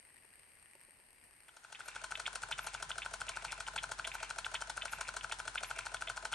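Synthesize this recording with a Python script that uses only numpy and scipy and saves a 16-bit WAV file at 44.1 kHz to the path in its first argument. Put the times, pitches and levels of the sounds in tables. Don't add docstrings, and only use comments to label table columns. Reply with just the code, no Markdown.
import sys
import numpy as np
from scipy import signal
from scipy.fft import rfft, irfft, next_fast_len
from scipy.io import wavfile

SR = 44100
rng = np.random.default_rng(int(sys.argv[2]) if len(sys.argv) > 2 else 0)


def linear_from_db(decibels):
    return 10 ** (np.asarray(decibels, float) / 20)


def digitize_waveform(pressure):
    field = np.atleast_2d(pressure).T
    bounded = np.clip(field, -1, 1)
    quanta = np.round(bounded * 32767).astype(np.int16)
    wavfile.write(sys.argv[1], SR, quanta)


N = 279594
TIME_S = np.arange(N) / SR
THUD_HZ = 109.7


def in_time(rows):
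    s, *columns = np.transpose(rows)
    return [np.interp(TIME_S, s, c) for c in columns]


def at_hz(points, hz):
    f, v = np.transpose(points)
    return np.interp(np.log(hz + 1), np.log(f + 1), v)


def rms_one(x):
    return x / np.sqrt(np.mean(x ** 2) + 1e-30)


def clicks(s, db):
    out = np.full(N, 1e-18)
    index = np.clip((np.asarray(s) * SR).astype(int), 0, N - 1)
    np.add.at(out, index, linear_from_db(np.asarray(db)))
    return out


def resonate(x, hz, width_hz):
    r, w = np.exp(-np.pi * width_hz / SR), 2 * np.pi * hz / SR
    return signal.lfilter([0, np.sin(w)], [1, -2 * r * np.cos(w), r * r], x)


def soft_ring(x, hz, width_hz):
    twice = resonate(resonate(x, hz, width_hz), hz, width_hz)
    return twice * 2 * np.e * np.pi * width_hz / SR


def struck(s, db, modes):
    luck_db = 1.2 * rng.standard_normal((len(s), len(modes)))
    return sum(soft_ring(clicks(s, db + mode_db + luck_db[:, k]), hz, width)
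               for k, (hz, width, mode_db) in enumerate(modes))


def grains(per_s, spread_db):
    sizes = linear_from_db(spread_db * np.minimum(rng.exponential(1, N), 4)) * rng.choice([-1, 1], N)
    return rms_one(sizes * (rng.random(N) < per_s / SR))


def coloured(x, spectrum):
    gain = linear_from_db(at_hz(spectrum, np.fft.rfftfreq(N, 1 / SR)))
    return irfft(rfft(x) * rms_one(gain), N)


def dying(s, db, t60):
    return signal.lfilter([1], [1, -linear_from_db(-60 / (t60 * SR))], clicks(s, db))


def room(x):
    t60_s, wall_cut_hz = 0.24, 5000
    size = next_fast_len(N + SR)
    w = 2 * np.pi * np.fft.rfftfreq(size)
    lags = (rng.uniform(.004, .03, (2, 8, 1)) * SR).astype(int)
    t60 = t60_s / (1 + (w * SR / (2 * np.pi * wall_cut_hz)) ** 2)
    loop = linear_from_db(-60 * lags / SR / t60) * np.exp(-1j * w * lags)
    signs = (-1) ** np.arange(8)[:, None]
    echoes = np.sum(signs * loop / (1 - loop), axis=1)
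    return irfft(rfft(x, size) * echoes, size)[:, :N]


# [f/Hz, phase/rad]
PORT_LEAD = [(100, 0), (780, .6), (1810, .1), (3270, 1.0), (4000, .4), (6100, .4), (6800, 0), (7500, 1.1),
             (8800, -.2), (9800, -2.8), (10900, -3.5)]


def ports(x, lean, lead):
    hz = np.fft.rfftfreq(N, 1 / SR)
    half = linear_from_db(at_hz(lean, hz) / 2) * np.exp(.5j * lead * at_hz(PORT_LEAD, hz))
    return irfft(rfft(x) * np.array([half, 1 / half]), N)


# [t/s, sliding noise level/dB, table hum level/dB]
RUNNING = [(1.2, -100, -110), (1.5, -70.5, -94), (1.75, -58.5, -82), (2.0, -55, -66), (2.25, -54, -64),
           (3.5, -54, -61.5), (4.8, -53.5, -62.5), (6.34, -54.5, -61.5)]
# [f/Hz, level/dB per Hz]
RUN_COLOUR = [(32, -35), (55, -14), (283, -17), (523, -15.5), (628, -40), (788, -5), (883, -13),
              (1130, -11), (1460, -1), (1960, -11.5), (2150, -11), (4250, -14.5), (4760, -16.5),
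              (9210, -17), (12700, -16), (16500, -105), (22000, -120)]
# [f/Hz, left-right likeness/1]
LIKENESS = [(60, 0.19), (170, 0.7), (500, 0.68), (1460, 0.073), (4220, 0.13), (12200, 0.13)]
# [f/Hz, left minus right level/dB]
SIDE_LEAN = [(200, 0), (350, 0), (640, 2.5), (1150, 3), (2080, 2), (3750, 4), (6760, 3), (10000, 0)]


def running():
    hum_hz, rumble_hz, rumble_db = 46, 141, -11
    noise_db, hum_db = in_time(RUNNING)
    mid, side = rng.standard_normal((2, N))
    left_right = np.array([[1], [-1]])
    hz = np.fft.rfftfreq(N, 1 / SR)
    alike = np.clip(at_hz(LIKENESS, hz), -1, 1)
    pair = np.sqrt(1 + alike) * rfft(mid) + np.sqrt(1 - alike) * rfft(side) * left_right
    gain_db = at_hz(RUN_COLOUR, hz) + at_hz(SIDE_LEAN, hz) / 2 * left_right
    noise = rms_one(irfft(pair * linear_from_db(gain_db), N))

    wobble = 0.088 * rms_one(resonate(resonate(side, hum_hz, 7.9), hum_hz, 13.0))
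    hum = np.sqrt(2) * np.sin(2 * np.pi * hum_hz * TIME_S) + wobble
    hum += linear_from_db(-9.5) * rms_one(soft_ring(mid, THUD_HZ, 35))
    lumps = rms_one(signal.lfilter([1], [1, -2 * .9985, .9985 ** 2], side))
    hum += linear_from_db(rumble_db + 4.7 * lumps) * rms_one(soft_ring(mid[::-1], rumble_hz, 207))
    return linear_from_db(noise_db) * noise + linear_from_db(hum_db) * hum


# [t/s, peak level/dB]
TICKS = [(0.0527, -53), (0.076, -52), (0.1036, -51), (0.1423, -49), (0.164, -48), (0.1825, -48),
         (0.2461, -46), (0.3366, -44), (0.3551, -49), (0.3795, -55), (0.395, -44), (0.4414, -58),
         (0.5412, -59), (0.5527, -48), (0.658, -43), (0.7524, -41), (0.8126, -45), (0.829, -49),
         (0.849, -42), (0.9193, -68), (1.1458, -60), (1.1812, -49), (1.242, -54), (1.3364, -51),
         (1.3653, -51), (1.405, -47), (1.4333, -52), (1.4865, -42)]


def linkage_ticks():
    gap_s, loose_db, spread_db = 0.013, -59.5, 6.5
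    luck = rng.standard_normal((120, 2))
    s = np.cumsum(gap_s * np.exp(.3 * luck[:, 0]))
    db = loose_db + spread_db * np.minimum(luck[:, 1], 1)
    clear_s, clear_db = np.transpose(TICKS)
    keep = s < 1.5
    return np.r_[clear_s + .0015, s[keep]], np.r_[clear_db - 6.0, db[keep]]


# [t/s, peak level/dB]
BUMPS = [
    (0.244, -58),
    (0.75, -50.5),
    (0.882, -55),
    (0.993, -57.5),
    (1.287, -63),
]
# [t/s, level/dB]
CLOSE_UP = [(0.0, -75), (0.02, -74), (0.31, -75), (0.354, -73.5), (1.214, -75.5), (1.244, -70.5),
            (1.296, -75), (1.45, -75)]
# [f/Hz, level/dB per Hz]
CLOSE_COLOUR = [(50, 1.5), (200, -6.5), (1000, -8.5), (1300, -13), (1900, -4), (2800, -10), (3550, -22.5),
                (4550, -15.5), (6900, -27), (7800, -16.5), (8650, 1.5), (10200, -24), (10900, -8.5),
                (12700, -24.5)]
# [f/Hz, left minus right level/dB]
CLOSE_LEAN = [(60, -3), (170, 0), (500, 3.0), (1460, 4.5), (4220, 8.5), (12200, -2.5)]


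def close_up():
    level, = linear_from_db(in_time(CLOSE_UP))
    level *= np.clip((2.05 - TIME_S) / .5, 0, 1) ** 2
    s, db = linkage_ticks()
    envelope = level * linear_from_db(8.0) + dying(s - .001, db - 4.0, 0.0076)
    rattle = envelope * (0.74 * grains(14000, spread_db=5.5) + rng.standard_normal((2, N)))
    shared, own = rng.standard_normal(N), rng.standard_normal((2, N))
    flame = level * linear_from_db(8.0) * (0.74 * shared + 0.57 * own)
    above = signal.butter(2, 900, "high", fs=SR, output="sos")
    below = signal.butter(2, 900, "low", fs=SR, output="sos")
    pair = signal.sosfilt(above, rattle) + signal.sosfilt(below, flame)
    s, db = np.transpose(BUMPS)
    bumps = sum(soft_ring(clicks(s, db - 12), hz, 100) for hz in (380, 560, 900))
    return ports(np.array([coloured(ear, CLOSE_COLOUR) for ear in pair]) + bumps, CLOSE_LEAN, lead=0)


def thumps(rows):
    s, knock_db = np.transpose(rows)[:2]
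    return struck(s - .01, knock_db - 35, [(THUD_HZ, 45, 0), (165, 60, -3)])


# [t/s, peak level/dB, f/Hz]
FLICKERS = [(1.848, -66, 10700), (2.1519, -65, 11100), (2.329, -59, 10300), (2.4208, -60, 10600),
            (2.629, -55, 11300), (2.9656, -67, 10700), (3.2858, -65, 10200), (3.431, -68, 10400),
            (3.7353, -65, 11200), (4.0735, -60, 10700), (4.1394, -56, 11700), (4.448, -65, 11200),
            (4.9142, -50, 11240), (5.2264, -63, 10640), (5.4, -59, 10700), (5.6754, -54, 10900),
            (6.0136, -58, 10600), (6.325, -54, 10600)]


def flickers(rows):
    end_db, spread_db, end_hz = (-33, -25.5), 3.5, 10600
    flashes = []
    for k, ((s, _, chatter_db, _), (a, b)) in enumerate(zip(rows, rng.standard_normal((70, 2)))):
        flashes.append((s + 0.0012, chatter_db + end_db[k % 2] + spread_db * a, end_hz + 300 * b))
    out = np.zeros(N)
    for bursts, span in ((FLICKERS, 1500), (flashes, 600)):
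        for (s, db, hz), hiss in zip(bursts, rng.standard_normal((70, span))):
            i = int((s - .008) * SR)
            band = rms_one(soft_ring(soft_ring(hiss, hz, 1150), hz, 1150))
            burst = linear_from_db(db - 5.0) * np.hanning(span) * band
            out[i:i + span] += burst[:N - i]
    return out


# [middle t/s, length/s, scrape level/dB, squeak level/dB]
LIFTS = [
    (1.94, 0.16, -60, -67),
    (2.711, 0.28, -59, -59),
    (3.453, 0.35, -57.5, -91),
    (4.21, 0.2, -58, -77),
    (5.008, 0.24, -58.5, -62),
    (5.754, 0.29, -59, -62),
]


def squeak():
    squeak_hz = 11300
    swell = sum(linear_from_db(db) * np.exp(-((TIME_S - s + 0.067) / 0.029) ** 2) for s, _, _, db in LIFTS)
    slips = grains(3700, spread_db=6.0)
    return swell * rms_one(soft_ring(soft_ring(slips, squeak_hz, 1000), squeak_hz, 1000))


# [t/s, peak level/dB, rebound delay/s, rebound level/dB, rebound f/Hz]
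HAMMER = [(1.4826, -55, .0104, -55, 3230), (1.749, -39, .0055, -52, 3170), (2.257, -33.5, .0075, -26, 3230),
          (2.5222, -30.5, .0035, -33.5, 3400), (3.0202, -31.5, .0085, -36, 3170),
          (3.2837, -33.5, .0065, -41, 2450), (3.7789, -30, .0069, -29, 3400),
          (4.0452, -32.5, .0044, -30.5, 3150), (4.552, -31, .0027, -34, 2520),
          (4.8148, -38, .0057, -32, 3230), (5.3146, -32, .0074, -33.5, 3340),
          (5.5766, -33, .0029, -31, 2480), (6.0742, -34, .0108, -33.5, 3400),
          (6.3292, -39, .0077, -31.5, 3130)]
# [t/s, peak level/dB]
TRIPS = [
    (2.1541, -32.5),
    (2.9158, -28),
    (3.6671, -36.5),
    (4.446, -31),
    (5.2104, -39),
    (5.9682, -39.5),
]
# [t/s, peak level/dB]
LONE_TAPS = [(1.8146, -45), (1.9155, -46), (1.9609, -42), (2.581, -42), (2.5901, -34.5), (2.741, -41),
             (2.7496, -44), (3.4834, -50), (3.506, -37), (4.1174, -32.5), (4.1835, -47), (4.202, -40),
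             (4.246, -42), (4.8813, -36.5), (5.6459, -34.5)]
# [delay/s, relative level/dB]
RATTLE_TOUCHES = [
    (.0025, -12),
    (.0048, -19),
    (0.0107, -11.5),
    (0.016, -15.5),
]


def mill_taps():
    trip_hz, lone_hz, stamp_hz = 3170, 2460, (2520, 2590)
    settle_s, settle_db, settle_hz = 0.0056, -20.5, 2280
    end_s = N / SR
    taps = [(s, db, trip_hz) for s, db in TRIPS] + [(s, db, lone_hz) for s, db in LONE_TAPS]
    for k, (s, db, after, rebound_db, hz) in enumerate(HAMMER):
        taps.append((s, db, stamp_hz[k % 2]))
        taps.append((s + after, rebound_db, hz))
        taps.append((min(s + after + settle_s, end_s), rebound_db + settle_db, settle_hz))
        for lag, lag_db in RATTLE_TOUCHES:
            taps.append((min(s + lag, end_s), db + lag_db, rng.uniform(1540, 3240)))
    return taps


def mill():
    out, taps = np.zeros(N), mill_taps()
    for s, db, hz in taps:
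        i = int((s - .0007) * SR)
        tap = soft_ring(clicks([0], [db])[:600], hz, 620)[:N - i]
        out[i:i + len(tap)] += tap

    s, db, _ = np.transpose(taps)
    rattle = dying(s, db - 24.5, 0.024) * grains(2500, spread_db=4.0)
    rattle_modes = [(2300, -6), (2680, 0), (3080, 2), (3380, 1.0)]   # Hz, dB
    out += sum(linear_from_db(db) * soft_ring(rattle, hz, 434) for hz, db in rattle_modes)

    lift = sum(linear_from_db(db) * np.exp(-((TIME_S - s) / (length / 2)) ** 4) for s, length, db, _ in LIFTS)
    slips = grains(260, spread_db=4.0)
    stem_modes = [(2230, -15.5), (2400, -6.5), (2660, 2)]   # Hz, dB
    stem = sum(linear_from_db(db) * rms_one(resonate(slips, hz, 83)) for hz, db in stem_modes)
    return out + lift * (rms_one(soft_ring(slips, 2450, 390)) + stem)


# [t/s, angle/turns]
CRANK = [(1.492, 0), (1.9652, 3), (2.2801, 5), (2.7503, 8), (3.0633, 10), (3.3728, 12), (3.842, 15),
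         (4.3103, 18), (4.623, 20), (4.9354, 22), (5.4027, 25), (5.8689, 28), (6.024, 29), (6.332, 31)]
# [t/s, level/dB]
FADE_IN = [(1.49, -20), (1.65, -12.5), (1.8, -5), (1.96, -3.5), (2.12, 0), (6.34, 1)]
# [crank knock level/dB, pin chatter level/dB, base plate level/dB]
STROKE_DB = [
    (-27.5, -38.5, -40),
    (-30.5, -37, -46),
]
# [knock, chatter, plate growth/dB per s]
GROWTH_DB_PER_S = [
    (.1, -0.019, 0.19),
    (.45, -0.26, 0.53),
]
# [knock, chatter, plate level/dB]
UNEVEN_DB = [
    (.5, 1.2, .6),
    (.6, .8, 1.6),
]
# [t/s, knock level/dB]
CUSHIONED = [(2.28, -1.5), (2.751, -3.5), (2.907, -1), (3.373, -1), (3.529, -4.5), (3.686, -1.5),
             (4.154, -3), (4.623, -2), (4.701, -2.5), (5.403, -2), (5.869, -4.5), (6.178, -3.5)]


def strokes():
    plate_share = 0.13
    crank_s, turns = np.transpose(CRANK)
    s = np.interp(np.arange(0, turns[-1] + .5, .5), turns, crank_s)
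    side = np.arange(len(s)) % 2
    db = np.array(STROKE_DB)[side] + np.array(GROWTH_DB_PER_S)[side] * (s[:, None] - 4)
    db += np.array(UNEVEN_DB)[side] * rng.standard_normal((len(s), 3))
    db += np.interp(s, *np.transpose(FADE_IN))[:, None]
    for at, sag_db in CUSHIONED:
        db[np.argmin(abs(s - at))] += [sag_db, 0, -plate_share * sag_db]
    return np.column_stack([s, db])


# [lead t/s, knock level/dB, chatter level/dB, plate level/dB, deep plate level/dB, chatter t60/s]
INWARD = [
    (-.021, -55, -22.5, -23, -19, 0.053),
    (-.015, -21, -8.5, -7.5, -24, 0.019),
    (-.0085, -17.5, -1.5, -15, -5.5, 0.017),
    (-.0027, -2, -7, 0, -9, 0.039),
    (.012, -35, -18.5, -26, -12.5, 0.042),
    (.026, -25.5, -31, -15, -18, 0.048),
]
OUTWARD = [
    (-.029, -12, -13, -4.5, -5, 0.046),
    (-.022, -23, -36, -47, -0.5, 0.012),
    (-.006, -33, -5.5, 4, -0.5, 0.02),
    (-.0027, -1.5, -0.5, 2, -19, 0.021),
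    (.002, -13, -13, -15, -4, 0.072),
    (.014, -20.5, -20.5, -8, -21, 0.092),
]
# [f/Hz, width/Hz, level/dB]
TIN = [(2220, 113, -5), (2755, 490, 3), (3088, 127, -1.5), (3386, 215, 0.5), (3948, 74, -7),
       (4213, 106, -4), (4475, 68, -6), (4900, 590, 2.5), (6045, 125, -1), (6024, 210, -2),
       (7500, 95, -9.5), (7620, 630, -52), (9510, 830, 1.5)]
# [f/Hz, width/Hz, level/dB]
PLATE = [(901, 144, 1), (1032.5, 35.4, -12), (1005, 21, -20), (801, 94, -13.5)]
# [f/Hz, width/Hz, level/dB]
DEEP_PLATE = [(663.5, 101, -4), (430, 87, -11)]
# [f/Hz, width/Hz, level/dB]
KNOCK = [(1415, 390, 0), (1525, 390, -1)]
# [f/Hz, level/dB per Hz]
CHATTER_COLOUR = [(1060, -52), (1800, 9), (2600, -25), (4280, -7), (4830, -2.5), (6020, 0.5), (9360, 4.5),
                  (11200, 28.5), (12700, -51), (16500, -93), (22000, -120)]


def engine(rows):
    knock, low, spray, crack = np.zeros((4, N))
    for start, contacts in enumerate((INWARD, OUTWARD)):
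        s, knock_db, chatter_db, plate_db = np.transpose(rows[start::2])
        plate, deep = [], []
        for lead, k_db, c_db, p_db, deep_db, t60 in contacts:
            slack = rng.standard_normal((len(s), 3)) * (k_db < -8)
            at = s + lead + .0005 * slack[:, 0]
            knock += clicks(at, knock_db + k_db + 1.23 * slack[:, 1])
            plate += zip(at, plate_db + p_db - 3.0)
            deep += zip(at, knock_db + deep_db - 14.5)
            spray += dying(at, chatter_db + c_db + 1.56 * slack[:, 2], t60)
            crack += clicks(at, chatter_db + c_db + 16)
        low += struck(*np.transpose(plate), PLATE)
        low += struck(*np.transpose(deep), DEEP_PLATE)

    chatter = spray * grains(14000, spread_db=2.0)
    casing = sum(linear_from_db(db) * resonate(chatter, hz, max(width, 40)) * (-1) ** k
                 for k, (hz, width, db) in enumerate(TIN))
    low += sum(linear_from_db(db - 28.5) * resonate(chatter, hz, width) for hz, width, db in PLATE + DEEP_PLATE)

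    oily = soft_ring(knock, 1465, 430)
    blow = linear_from_db(-28) * oily + linear_from_db(-31) * chatter
    bearing = sum(linear_from_db(db - 6.5) * soft_ring(blow, hz, width) for hz, width, db in KNOCK)
    bearing += linear_from_db(-7.5) * soft_ring(knock, 2620, 980)
    pins = linear_from_db(10.5) * coloured(chatter + crack, CHATTER_COLOUR)
    return bearing + low + pins + linear_from_db(-23.5) * casing


def scene():
    mill_pan_db, room_db, body_cut_hz, top_hz = -2.5, -20.5, 498, 9800
    small = signal.butter(3, body_cut_hz, "high", fs=SR, output="sos")
    rows = strokes()
    motor, stamps = signal.sosfilt(small, [engine(rows), mill()])
    panned = linear_from_db(mill_pan_db / 2 * np.array([[1], [-1]])) * stamps
    toys = motor + panned + linear_from_db(room_db) * room(motor + stamps)
    heard = ports(toys, SIDE_LEAN, lead=1) + running() + thumps(rows)
    steep = signal.ellip(7, .5, 50, top_hz, fs=SR, output="sos")
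    heard = signal.sosfilt(steep, heard)
    bright = ports(squeak() + flickers(rows), SIDE_LEAN, lead=.15)
    return heard + bright + close_up()


def band_limit(x):
    return signal.sosfilt(signal.butter(12, 12810, fs=SR, output="sos"), x)


def record(dry):
    subsonic = signal.butter(2, 32.2, "high", fs=SR, output="sos")
    mix = signal.sosfilt(subsonic, dry)
    return band_limit(mix)


dry = scene()
out = record(dry)
digitize_waveform(out)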